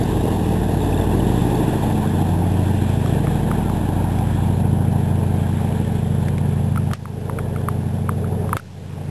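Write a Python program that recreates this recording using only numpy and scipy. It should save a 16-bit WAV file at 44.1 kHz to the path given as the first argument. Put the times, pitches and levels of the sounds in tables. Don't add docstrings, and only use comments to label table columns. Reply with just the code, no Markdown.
import sys
import numpy as np
from scipy import signal
from scipy.io import wavfile
from scipy.ndimage import uniform_filter1d

SR = 44100
rng = np.random.default_rng(int(sys.argv[2]) if len(sys.argv) > 2 else 0)


def unload_audio(sound):
    columns = np.transpose(np.atleast_2d(sound))
    steps = np.round(np.clip(columns, -1, 1) * 32767)
    wavfile.write(sys.argv[1], SR, steps.astype(np.int16))


N = 401310


def amp(db):
    return 10 ** (np.asarray(db) / 20)


def evened(x):
    return x / np.sqrt(np.mean(x ** 2))


def curves(rows, t):
    s, *columns = np.transpose(rows)
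    return np.array([np.interp(t, s, column) for column in columns])


def wander(t, fastest_hz):
    total = 0
    for f in np.geomspace(.5, fastest_hz, 12):
        total = total + np.sin(2 * np.pi * (f * t + rng.random())) / np.sqrt(f)
    return evened(total)


def lowpass(x, hz):
    return signal.oaconvolve(x, signal.firwin(401, hz, window=("kaiser", 10), fs=SR), "same")


# t/s, f/Hz, rms level/dB
WHISTLE_GLIDE = [(3.575, 1560, -52), (3.63, 1435, -50), (3.7, 1290, -41)]


def whistle():
    t, out = np.arange(WHISTLE_GLIDE[0][0], WHISTLE_GLIDE[-1][0], 1 / SR), np.zeros(N)
    hz, db = curves(WHISTLE_GLIDE, t)
    tone = np.sqrt(2) * amp(db) * np.sin(2 * np.pi * np.cumsum(hz) / SR)
    out[round(t[0] * SR):][:len(t)] = tone * signal.windows.tukey(len(t), .5)
    return out


# t/s, peak level/dB, f/Hz
CRACKLE_GRAINS = [(0.032, -34.5, 4630), (0.815, -32, 3700), (0.9255, -30, 2600), (0.941, -32, 3500),
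                  (0.9735, -32, 2720), (0.972, -33, 3700), (1.009, -30, 3500), (1.2, -32, 3000),
                  (1.55, -37, 4500), (1.1194, -33, 2690)]


def crackles(length_s=0.0096):
    t, out = np.arange(0, length_s, 1 / SR), np.zeros(N)
    for s, db, hz in CRACKLE_GRAINS:
        out[round(s * SR):][:len(t)] += amp(db) * np.sin(2 * np.pi * hz * t) * np.hanning(len(t))
    return out


# t/s, creak level/dB, starting f/Hz, length/ms,
# upper mode level/dB relative to the creak, dry click level/dB before decay
BODY_TICKS = [(3.0595, -26, 1260, 6.6, -26, -27), (3.27, -22, 1400, 3.6, -6, -43),
              (3.5139, -16.5, 1360, 4.1, -12, -35), (3.698, -21, 1350, 2.7, -14, -37),
              (4.187, -34, 2400, 3.6, -10, -28), (6.284, -25, 2240, 1.9, -8, -29),
              (6.3809, -31, 2400, 3.6, -8, -28), (6.76, -20.5, 1450, 2.8, -5.5, -34),
              (6.774, -20, 1380, 10, -26, -30), (6.913, -23, 1500, 2.8, -10, -36),
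              (6.9339, -11.5, 1290, 7.6, -13, -5.5), (7.0556, -12, 1320, 3.2, -12, -32),
              (7.2966, -11.5, 1170, 3.2, -11, -39), (7.3865, -16, 1460, 5.5, -9.5, -33),
              (7.392, -20, 1420, 2.9, -12, -41), (7.561, -21.5, 1430, 5.3, -10, -41),
              (7.6857, -8.5, 1280, 4.3, -16, -29), (8.092, -9.5, 1320, 3.4, -18, -46),
              (8.2435, -26, 1420, 4.8, -22, -45), (8.492, -22.5, 1290, 4, -12, -38),
              (8.53, -6.5, 1330, 3.5, -17, -33), (8.533, -15, 1100, 5.3, -16, -45),
              (8.568, -8.5, 1330, 12, -10, -6.5), (8.5964, -12, 1510, 5.8, -22, -28)]
# t/s, level/dB before onset ramp and decay
HARD_SNAPS = [(6.9342, 14), (8.569, 18)]
SNAP_HZ = 12000


def ticks(glide_ms=0.46, upper_ratio=1.65, click_t60=0.02, click_hz=3200, body_hz=500, snap_t60=0.055,
          rattle_db=-38, rattle_t60=0.24):
    t, out = np.arange(3000) / SR, np.zeros(N + 3000)
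    keep, body_keep = np.exp(-2 * np.pi * click_hz / SR), np.exp(-2 * np.pi * body_hz / SR)
    white = rng.standard_normal((len(BODY_TICKS) + len(HARD_SNAPS), len(t) + 1))
    grit = evened(signal.lfilter([1], np.poly([keep, keep, body_keep]), np.diff(white)))
    for (s, db, hz, ms, upper_db, click_db), noise in zip(BODY_TICKS, grit):
        done = np.minimum(t * 1000 / ms, 1)
        turns = hz * t * (1 - glide_ms * done / ms)
        modes = np.sin(2 * np.pi * turns) + amp(upper_db) * np.sin(2 * np.pi * upper_ratio * turns)
        creak = amp(db) * modes * np.sin(np.pi * done ** 0.52)
        click = noise * amp(click_db - 60 * t / click_t60) * np.minimum(3 * done, 1)
        out[round(s * SR):][:len(t)] += creak + click
    for (s, db), noise in zip(HARD_SNAPS, grit[::-1]):
        snap = np.sin(2 * np.pi * SNAP_HZ * t) * amp(db - 60 * t / snap_t60)
        rattle = noise * amp(db + rattle_db - 60 * t / rattle_t60) * np.hanning(2 * len(t))[len(t):]
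        out[round(s * SR):][:len(t)] += (snap + rattle) * np.tanh(t / .001)
    return out[:N]


# f/Hz, relative level near/dB, relative level far/dB
DISTANCE_BANDS = [(322, -26, -41.5), (437, -31.5, -37.5), (850, -28.5, -36.5), (2400, -40.5, -50),
                  (4820, -46, -65)]
# t/s, whole roar level/dB, level near SWELL_HZ/dB, treble level/dB
ROAR_SWELL = [(0, -1.5, 4, -0.5), (.8, -0.85, 4, -1.4), (1.6, 2, -0.5, -0.3), (2.4, 0.5, -2.5, -2.4),
              (2.8, -1.2, -2, 2.5), (3.3, 0.5, 0.8, 1), (4, 2.1, -4.5, -2.5), (4.4, 1.6, -6.5, -0.7),
              (4.8, -0.3, -1, -3), (5.6, 0.6, -3, 2), (6.1, -2.5, 4, 3.2), (6.8, -2, -3, 0.5),
              (7.3, 1.5, 6.5, 1.2), (7.9, -0.8, -0.5, 1), (8.35, 0.2, 4, -2), (8.8, -1.2, -1.5, 6.5),
              (9.1, 1.5, -3, 2)]
SWELL_HZ, SWELL_OCTAVES, TREBLE_HZ = 450, 0.28, 1500


def roar_levels(t):
    hz, near_db, far_db = np.transpose(DISTANCE_BANDS)[:, :, None]
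    whole_db, band_db, treble_db = curves(ROAR_SWELL, t)
    nearness = np.exp(-(np.log2(hz / SWELL_HZ) / SWELL_OCTAVES) ** 2)
    swell_db = whole_db + band_db * nearness + treble_db * (hz > TREBLE_HZ)
    return near_db + (far_db - near_db) * t * SR / N + swell_db


# arrival/share of cycle, relative level/dB
EXHAUST_PULSES = [(0.062, -5.8), (0.178, 0.0), (0.239, -10.2), (0.354, -7.0), (0.497, -5.8), (0.619, -6.7),
                  (0.734, -4.3), (0.797, -4.4), (0.914, -10.4)]


def exhaust_puffs(cycles, uneven_db, puff_s):
    fired = np.zeros(N)
    for place, db in EXHAUST_PULSES:
        at = np.flatnonzero(np.diff(np.floor(cycles - place)))
        fired[at] = amp(db + uneven_db * rng.standard_normal(len(at)))
    keep = np.exp(-1 / (puff_s * SR))
    return evened(signal.lfilter([1], [1, -2 * keep, keep ** 2], fired))


# f/Hz, level added to the bands/dB
ROAR_COLOUR = [(40, -22), (100, 7.5), (250, 2.5), (420, 10.5), (560, 4), (800, 3.5), (1050, -3.5),
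               (1200, -7.5), (1720, -1), (2000, -6.5), (2600, -2.5), (3500, 3), (4300, -3.5), (6000, -9.5)]
# t/s, delay/ms, amplitude ratio/1 before treble scattering
GROUND_ECHO = [(0, 1.096, 0.5), (5, 1.24, 0.2), (9.1, 1.14, 0)]


def roar(cycles, level_db=-10, patchy_db=1.24, flicker_db=0.91, puff=0.082, puff_s=0.0016, uneven_db=0.5,
         blur_hz=4200):
    frames, hz = N // 128 + 5, np.fft.rfftfreq(512, 1 / SR)[:80]
    t = np.arange(frames) * 128 / SR
    real, imaginary, patches = rng.standard_normal((frames, len(hz), 3)).T
    patches = evened(uniform_filter1d(uniform_filter1d(patches, size=5, axis=0), size=14, axis=1))
    flicker = evened(uniform_filter1d(rng.standard_normal(frames), size=4))

    log_hz, log_band = np.log(hz + 1), np.log(np.transpose(DISTANCE_BANDS)[0])
    share = np.array([np.interp(log_hz, log_band, one) for one in np.eye(len(log_band))])
    colour_hz, colour_db = np.transpose(ROAR_COLOUR)
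    colour = np.interp(log_hz, np.log(colour_hz), colour_db)
    db = level_db + colour[:, None] + share.T @ roar_levels(t) + patchy_db * patches + flicker_db * flicker

    delay_ms, strength = curves(GROUND_ECHO, t)
    strength = strength * np.exp(-(hz[:, None] / blur_hz) ** 2)
    comb = abs(1 + strength * np.exp(-2j * np.pi * hz[:, None] * delay_ms / 1000))
    spectrum = np.zeros((257, frames), complex)
    spectrum[:len(hz)] = (real + 1j * imaginary) * comb * amp(db)
    rush = signal.istft(spectrum, nperseg=512, noverlap=384)[1][:N]
    return rush * evened(1 + puff * exhaust_puffs(cycles, uneven_db, puff_s))


# t/s, four-stroke cycle rate f/Hz
ENGINE_SPEED = [(0, 13.243), (1, 13.174), (2, 13.162), (3, 13.132), (4, 13.09), (5, 13.083), (6, 13.044),
                (6.7, 13.061), (7.3, 13.101), (8.2, 13.092), (9.1, 13.102)]


def engine_cycles():
    return np.cumsum(curves(ENGINE_SPEED, np.arange(N) / SR)[0]) / SR


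PIPE_HZ, PIPE_WIDTH_HZ, PIPE_TOP_HZ = 100, 30, 300


def lag(multiple):
    place, db = np.transpose(EXHAUST_PULSES)
    hz = multiple * ENGINE_SPEED[0][1]
    resonance = -1 / (1 - (hz / PIPE_HZ) ** 2 + 1j * hz * PIPE_WIDTH_HZ / PIPE_HZ ** 2)
    pipe = resonance / (1 + 1j * hz / PIPE_TOP_HZ)
    return np.angle(pipe * np.sum(amp(db) * np.exp(-2j * np.pi * multiple * place)))


# multiple of the cycle rate/1, relative level near/dB, relative level far/dB
STRONG_TONES = [(7, -23.5, -23), (9, -28, -25), (11, -29, -23.5), (12, -43, -30), (13, -27, -31.5),
                (16, -28.5, -29.5), (18, -33.5, -35.5)]
# t/s, level/dB
STRONG_LEVEL = [(0, -1), (.5, -2.5), (2, -0.1), (4, 0.1), (5, 1.3), (6.5, -0.1), (7.3, -1), (8.3, -2.5),
                (8.7, -7), (9.1, -4.5)]
# multiple of the cycle rate/1, level/dB relative to low_db, or to high_db plus a roar band
WEAK_TONES = [(3, -44), (5, -27.5), (8, -18), (10, -17), (14, -15.5), (15, -55), (17, -17.5), (19, -17),
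              (20, -19), (21, -14), (22, -12.5), (23, -12), (24, -12), (25, -14), (26, -22.5), (27, -18),
              (28, -18.5), (29, -17), (30, -20.5), (31, -18.5), (32, -13), (33, -13), (34, -16.5),
              (35, -22.5), (36, -16)]
# t/s, level/dB before the tree echo
PROPELLER_BEAT = [(0, -25), (.4, -30), (1.3, -29), (1.9, -37), (2.9, -28), (3.2, -27), (3.9, -30),
                  (4.4, -29.5), (4.9, -38), (6, -35), (7, -40), (7.4, -31), (7.8, -41), (9.1, -43)]
BLADE_PASSES, BLADE_LEAD_RAD = 4, 1.0
# t/s, delay/ms
TREE_ECHO_DELAY = [(0, 102.3), (.7, 97.7), (1.5, 92.7), (2.3, 88.5), (3.2, 82.9), (4.2, 78.2), (5.5, 73),
                   (7, 68.5), (9.1, 63.8)]
# t/s, amplitude ratio/1
TREE_ECHO_SHARE = [(0, 0.48), (.7, 0.42), (1.5, 0.73), (2.3, 0.47), (3.2, 0.38), (4.2, 0.04), (5.5, 0.14),
                   (7, 0.08), (9.1, 0.24)]


def tones(cycles, low_db=-23, high_db=4, fade_db=2.0, strong_fade_db=.6, jitter_rad=.08, waver_rad=.035,
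          rough=.11):
    t, coarse = np.arange(N) / SR, np.arange(0, N / SR + .1, .02)
    roar_db, out = roar_levels(coarse), np.zeros(N)
    shared_db = curves(STRONG_LEVEL, coarse)[0]
    levels = []
    for k, near, far in STRONG_TONES:
        db = near + (far - near) * coarse * SR / N + shared_db
        levels.append((k, db + strong_fade_db * wander(coarse, 2.7)))
    levels.append((BLADE_PASSES, curves(PROPELLER_BEAT, coarse)[0]))
    for k, db in WEAK_TONES:
        growl_db = roar_db[0] if k * ENGINE_SPEED[0][1] < 385 else roar_db[1]
        base_db = low_db if k < STRONG_TONES[-1][0] else high_db + growl_db
        levels.append((k, db + base_db + fade_db * wander(coarse, 6.5)))

    echo_cycles = curves(ENGINE_SPEED, coarse)[0] * curves(TREE_ECHO_DELAY, coarse)[0] / 1000
    echo_share = curves(TREE_ECHO_SHARE, coarse)[0]
    shared = jitter_rad * wander(coarse, 8.3)
    for k, db in levels:
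        own = waver_rad * (k / 10) ** 2 * (1 + coarse / 2.5) * wander(coarse, 14.0)
        both = 1 + echo_share * np.exp(-2j * np.pi * k * echo_cycles)
        sway = k / 10 * shared + own + np.unwrap(np.angle(both)) + BLADE_LEAD_RAD * (k == BLADE_PASSES)
        phase = 2 * np.pi * k * cycles + lag(k) + np.interp(t, coarse, sway)
        out += np.interp(t, coarse, amp(db) * abs(both)) * np.cos(phase)
    firing = np.floor(cycles * len(EXHAUST_PULSES)).astype(int)
    strength = 1 + rough * rng.standard_normal(firing[-1] + 1)[firing]
    return np.sqrt(2) * out * uniform_filter1d(strength, size=300)


def scene():
    cycles = engine_cycles()
    return (whistle() + crackles() + ticks() + roar(cycles) + tones(cycles))[None]


BAND_HZ, HOLD, EDGE_HZ = 6200, 4, 12800


def record(dry, limit_db=-2, attack_s=0.00057, recover_s=0.38, hiss_db=-54, offset=0.0039):
    x, growth = dry[0], np.exp(np.arange(N) / SR / recover_s)
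    over_db = np.maximum(20 * np.log10(abs(x) + 1e-9) - limit_db, 0)
    over_db = np.maximum.accumulate(over_db * growth) / growth
    keep = np.exp(-1 / (attack_s * SR))
    over_db = signal.lfilter([1 - keep], [1, -keep], over_db)
    samples = (lowpass(x, BAND_HZ) * amp(-over_db))[::HOLD]
    samples = samples + amp(hiss_db) * rng.standard_normal(len(samples)) + offset
    return lowpass(np.repeat(samples, HOLD)[:N], EDGE_HZ)[None]


dry = scene()
out = record(dry)
unload_audio(out)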